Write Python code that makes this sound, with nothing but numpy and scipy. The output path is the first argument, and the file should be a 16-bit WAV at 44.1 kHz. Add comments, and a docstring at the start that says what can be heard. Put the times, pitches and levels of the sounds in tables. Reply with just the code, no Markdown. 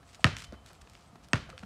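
"""An asphalt driveway beside a garage, heard from one microphone in the open air.
In front, a ball bounces twice: a sharp slap, a falling thump as its skin flexes, and a faint
ping of the air inside. The garage wall and the trees answer. A child runs after it, shoes
thudding and scraping on loose grit. Farther off lie quiet outdoor air, a faint hum and the
thin calls of a small bird."""
import sys
import numpy as np
from scipy import signal
from scipy.fft import rfft, irfft, next_fast_len
from scipy.io import wavfile
from scipy.ndimage import map_coordinates

SR = 44100
rng = np.random.default_rng(int(sys.argv[2]) if len(sys.argv) > 2 else 0)


def output_pcm(signal):
    """Save a mono or channel-first signal as 16-bit PCM at the path in sys.argv[1].

    Samples are clipped to [-1, 1] before scaling.
    """
    pcm = np.clip(np.atleast_2d(signal).T, -1, 1) * 32767
    wavfile.write(sys.argv[1], SR, np.round(pcm).astype(np.int16))


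N = 72765

# spectrum of the open air: f/Hz, relative level/dB
AIR_SPECTRUM = [(25, -18.5), (66, 4), (101, -1), (198, -6), (349, -14.5), (399, -14.5), (567, -13),
                (666, -12.5), (997, -15.5), (1300, -13.5), (1530, -22), (8580, -33.5), (15500, -42.5)]
# soles patting the ground: t/s, level/dB, t60/s
SOLE_PATS = [(.028, -41.5, 0.021), (.529, -43.5, 0.086), (0.702, -49, 0.075), (0.871, -51.5, 0.039),
             (0.954, -53, 0.022), (1.155, -38.5, 0.025), (1.489, -46.5, 0.17), (1.628, -38.5, 0.045)]
# spectrum of a pat: f/Hz, relative level/dB
PAT_SPECTRUM = [(80, -16), (200, 2), (600, -6), (1300, -6), (2200, -14), (5000, -26.5), (14000, -39)]
# reflections off nearby surfaces: delay/s, level/dB, smear t60/s, smear/clean echo
WALL_ECHOES = [(.002, -4, 0.054, 4), (.0095, -3, 0.035, 2.2), (0.023, -3, 0.07, 2.2)]
# decay of the diffuse tail from the trees: f/Hz, t60/s
TAIL_DECAY = [(110, 1), (250, 0.21), (700, 0.25), (1500, 0.56), (4000, .38), (8000, 0.4), (14000, 0.32)]
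# spectrum of that tail: f/Hz, relative level/dB
TAIL_SPECTRUM = [(65, 6.5), (120, -1.5), (300, 8), (700, 4), (1500, -4), (4000, 8), (8000, 2), (14000, 7)]
# soles scraping: middle t/s, half length/s, level/dB
SOLE_SCUFFS = [(0.097, 0.041, -63), (0.148, 0.013, -55), (0.218, 0.02, -59), (0.4, 0.03, -48),
               (0.445, 0.0066, -46), (0.686, 0.032, -59.5), (0.75, 0.012, -63.5), (.817, 0.0052, -53),
               (0.975, 0.14, -66.5), (1.245, 0.012, -61), (1.501, 0.0057, -53.5), (1.596, 0.024, -62)]
# spectrum of a scrape: f/Hz, relative level/dB
SCUFF_SPECTRUM = [(300, -36.5), (1200, -4.5), (3000, -2.5), (5000, -4.5), (8000, -7), (11000, -18),
                  (15000, -24)]
# bird calls: t/s, length/s, starting f/Hz, fall/Hz, level/dB
BIRD_CALLS = [(.062, .025, 7900, -200, -67), (.092, .028, 8100, 300, -66), (.186, .03, 8450, 1100, -65),
              (.204, .026, 8750, 1000, -66), (.755, .035, 7800, 700, -71), (1.068, .025, 8500, 1000, -68),
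              (1.307, .026, 8400, 350, -62)]
# soft thuds and knocks, a few deep swells, one faint hollow ring: t/s, level/dB, f/Hz, t60/s
SOFT_THUDS = [(.194, -31, 718, 0.015), (0.401, -49.5, 59, 0.15), (0.484, -38, 64.4, 0.27),
              (.524, -31, 588, 0.024), (.528, -29, 215, 0.029), (.5298, -28, 527, 0.01),
              (.815, -44.5, 57, 0.14), (1.13, -42.5, 178, 0.075), (1.491, -24, 670, 0.0099),
              (1.528, -31.5, 1270, 0.015), (1.532, -47, 514, .16), (1.630, -38.5, 674, 0.031),
              (1.633, -32, 196.5, 0.049)]
# the ball's landings: t/s, slap/dB, crack/dB, thump/dB, ping/dB, echo gain/dB
BALL_BOUNCES = [(.2436, -12, 7, -14.5, -50.5, -13.3), (1.3326, -20, -6.5, -19.5, -60, -10.5)]
# skin modes, weighted by landing spot: f/Hz, t60/s, gain at first bounce/dB, gain at second/dB
SKIN_MODES = [(263, 0.086, -29.5, -7.5), (650, 0.037, -11, -3), (995, 0.039, -12, -4.5),
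              (1273, 0.03, 0.5, -3), (1500, .0177, -17.5, 1), (1827, 0.013, 5.5, 8),
              (2670, 0.012, -14, 7.5), (3130, 0.01, -5.5, 4), (4525, 0.0097, -8, -3.5),
              (5409, 0.0074, -7, -1), (6500, 0.0072, -19.5, -1.5), (8320, 0.0039, -3.5, -0.5)]
# spectrum of the crack on asphalt: f/Hz, relative level/dB
CRACK_SPECTRUM = [(300, -26.5), (1200, -28), (3000, 3), (4800, -17), (6000, -27), (9000, -19),
                  (11500, -34.5), (15500, -46)]
# modes of the air inside the ball: f/Hz, relative level/dB, t60/s
CAVITY_MODES = [(1389, -7, .6), (2320, -2, .65), (3060, 3.5, 1.1), (3774, -5, .55), (4425, -9, .6)]
# the slap averaged over all directions, as it reaches the yard: f/Hz, relative level/dB
OUTGOING_SPECTRUM = [(100, -11.5), (300, -13.5), (550, 3), (850, -1.5), (1400, 6.5), (2000, 2),
                     (3000, -4.5), (4200, -9.5), (6000, -14), (8500, -20.5), (11500, -34), (15500, -43)]
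# grit snapping under a sole: t/s, level/dB, treble cutoff/Hz
GRIT_SNAPS = [(0.3671, -14.5, 4440), (0.3852, -35.5, 12000), (0.422, -29, 8800), (0.444, -49, 12000),
              (0.524, -34, 5860), (0.6618, -35.5, 12200), (0.732, -39, 13900), (.874, -39, 2980),
              (0.898, -39, 13200), (0.935, -42.5, 12000), (0.952, -30, 3300), (1.157, -40.5, 3940),
              (1.286, -41, 13000), (1.5013, -31, 7000), (1.579, -27, 4970), (1.588, -30.5, 3500),
              (1.5938, -31.5, 5960), (1.6344, -32, 3900)]
# spectrum of a snap: f/Hz, relative level/dB
SNAP_SPECTRUM = [(300, -39), (1300, -1), (2800, -2.5), (4500, -4.5), (7000, -5), (10000, -9), (15000, -9)]

T = np.arange(N) / SR  # seconds
SOFT_ONSET = 1 - np.exp(-T / 0.0022)  # rounds the start of each pat and thud


def amp(db):
    """Decibels to gain."""
    return 10 ** (np.asarray(db) / 20)


def unit(x):
    """Scale to rms 1."""
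    return x / np.sqrt(np.mean(x ** 2) + 1e-20)


def along(points, hz):
    """Interpolate (f/Hz, value) points on a log frequency axis."""
    f, v = np.transpose(points)
    return np.interp(np.log(hz + 1), np.log(f + 1), v)


def wobble(rate):
    """A smooth random curve, rate knots a second."""
    return map_coordinates(rng.standard_normal(int(N * rate / SR) + 4), [T * rate])


def add(track, s, sound):
    """Mix a sound into the track at time s."""
    i = max(0, round(s * SR))
    track[i:i + len(sound)] += sound[:N - i]


def colour(x, spectrum, size=4096):
    """Shape x with a causal filter of unit energy."""
    cepstrum = irfft(np.log(amp(along(spectrum, np.fft.rfftfreq(size, 1 / SR)))))
    cepstrum[1:size // 2] *= 2
    cepstrum[size // 2 + 1:] = 0
    response = irfft(np.exp(rfft(cepstrum)))
    return signal.fftconvolve(x, response / np.linalg.norm(response))[:N]


def fade(t60):
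    """Exponential decay by 60 dB in t60 seconds."""
    return np.exp(-np.log(1000) * T / t60)


def ring(hz, t60):
    """One damped mode."""
    return np.sin(2 * np.pi * hz * T) * fade(t60)


def burst(t60, scatter):
    """An impulse, then dying noise of relative size scatter."""
    tail = rng.standard_normal(N) * fade(t60)
    out = scatter * tail / np.linalg.norm(tail)
    out[0] += 1
    return out


def air():
    """Soft outdoor noise all round the microphone, and a wavering hum far off."""
    rush = unit(colour(rng.standard_normal(N), AIR_SPECTRUM))
    rush_db = -57.5 + 0.4 * wobble(9.1)
    hum_hz = 698 + 2.4 * wobble(13)
    hum = np.sqrt(2) * np.sin(2 * np.pi * np.cumsum(hum_hz) / SR)
    return amp(rush_db) * rush + amp(-72) * hum


def pats():
    """Soles pat the asphalt in dull puffs of noise."""
    out = np.zeros(N)
    for s, db, t60 in SOLE_PATS:
        puff = rng.standard_normal(N) * fade(t60) * SOFT_ONSET
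        add(out, s, amp(db) * colour(puff, PAT_SPECTRUM))
    return out


def yard(x):
    """The garage and nearby surfaces slap x back to the microphone; the trees add a diffuse tail."""
    hz, t, bands = signal.stft(rng.standard_normal(N), SR, nperseg=256)
    decay = np.exp(-np.log(1000) * t / along(TAIL_DECAY, hz)[:, None])
    tail = signal.istft(bands * decay, SR, nperseg=256)[1][:N]
    build_up = 1 - np.exp(-T / 0.0027)
    tail = colour(tail * build_up, TAIL_SPECTRUM)
    response = np.zeros(N)
    add(response, 0.016, tail / np.linalg.norm(tail))
    for delay, db, t60, scatter in WALL_ECHOES:
        smear = burst(t60, scatter)
        add(response, delay, amp(db) * smear / np.linalg.norm(smear))
    return signal.fftconvolve(x, response)[:N]


def scuffs(grains_per_s=3300, spread_db=3):
    """Soles drag over loose grit: dense ticks that swell with the pressure of the foot."""
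    grit = (rng.random(N) < grains_per_s / SR) * rng.standard_normal(N)
    grit *= amp(spread_db * rng.standard_normal(N))
    pressure = sum(amp(db) * np.exp(-((T - s) / half) ** 2) for s, half, db in SOLE_SCUFFS)
    return pressure * unit(colour(grit, SCUFF_SPECTRUM))


def bird(waver_hz=90):
    """A small bird in the background: thin, wavering calls, most arching downwards."""
    out = np.zeros(N)
    for s, length, hz, fall_hz, db in BIRD_CALLS:
        progress = np.linspace(0, 1, int(length * SR))
        pitch = hz - fall_hz * progress ** 2 + waver_hz * wobble(400)[:len(progress)]
        tone = np.sin(2 * np.pi * np.cumsum(pitch) / SR)
        add(out, s, amp(db) * np.sin(np.pi * progress) * tone)
    return out


def thuds():
    """Soft thuds and knocks, mostly shoes, with a few deep rumbling swells and a faint hollow ring."""
    out = np.zeros(N)
    for s, db, hz, t60 in SOFT_THUDS:
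        add(out, s, amp(db) * ring(hz, t60) * SOFT_ONSET)
    return out


def skin_slap(bounce, build_cycles=0.59):
    """The struck skin rings; low modes take longer to spread round the ball."""
    out = np.zeros(N)
    for j, (hz, t60, *gains_db) in enumerate(SKIN_MODES):
        build_up = 1 - np.exp(-T * hz / build_cycles)
        out += (-1) ** j * amp(gains_db[bounce]) * ring(hz, t60) * build_up
    return out


def skin_thump(start_hz=607, end_hz=101, glide_s=0.004, swell_s=0.018, release_s=0.0029):
    """The squashed skin: a wave that swells, falls in pitch and stops as the ball leaves the ground."""
    hz = end_hz + (start_hz - end_hz) * np.exp(-T / glide_s)
    swell = np.minimum(T / swell_s, 1) ** 0.49
    release = np.exp(-np.maximum(T - swell_s, 0) / release_s)
    return -swell * release * np.sin(2 * np.pi * np.cumsum(hz) / SR)


def cavity_ping(beat_hz=8.9):
    """The air inside the ball rings on, its level dipping and swelling."""
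    beat = 1 - 0.33 * (1 - np.cos(2 * np.pi * beat_hz * T))
    return beat * sum(amp(db) * ring(hz, t60) for hz, db, t60 in CAVITY_MODES)


def ball():
    """Each landing cracks on the asphalt, sounds the skin and the air inside, and sets the yard echoing."""
    out = np.zeros(N)
    for bounce, (s, slap_db, crack_db, thump_db, ping_db, echo_db) in enumerate(BALL_BOUNCES):
        slap = amp(slap_db) * skin_slap(bounce)
        crack = amp(crack_db) * colour(burst(t60=0.007, scatter=0.25), CRACK_SPECTRUM)
        thump = amp(thump_db) * skin_thump()
        ping = amp(ping_db) * cavity_ping()
        outgoing = amp(slap_db + 24) * colour(signal.unit_impulse(N), OUTGOING_SPECTRUM)
        echo = amp(echo_db) * yard(outgoing + thump)
        add(out, s, slap + crack + thump + ping + echo)
    return out


def snaps():
    """Single pieces of grit snap under a sole."""
    out = np.zeros(N)
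    for s, db, cutoff_hz in GRIT_SNAPS:
        lowpass = signal.butter(2, cutoff_hz, fs=SR, output="sos")
        add(out, s, amp(db) * signal.sosfilt(lowpass, burst(t60=0.0077, scatter=2.06)))
    return colour(out, SNAP_SPECTRUM)


def scene():
    """At the microphone: ball and child in front, bird and open air behind."""
    bounces = ball()
    patter = pats() + thuds() + snaps() + scuffs()
    patter_echo = amp(-15) * yard(patter)
    return (bounces + patter + patter_echo + bird() + air())[None]


def record(dry, low_cut_hz=39, roll_off_hz=12500, limit_hz=15850):
    """The recorder thins the deepest bass, dulls the top and keeps nothing above its band limit."""
    bandpass = signal.butter(2, [low_cut_hz, roll_off_hz], "bandpass", fs=SR, output="sos")
    size = next_fast_len(N + SR // 2)
    spectrum = rfft(signal.sosfilt(bandpass, dry), size)
    in_band = np.fft.rfftfreq(size, 1 / SR) < limit_hz
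    return irfft(spectrum * in_band, size)[..., :N]


dry = scene()
out = record(dry)
output_pcm(out)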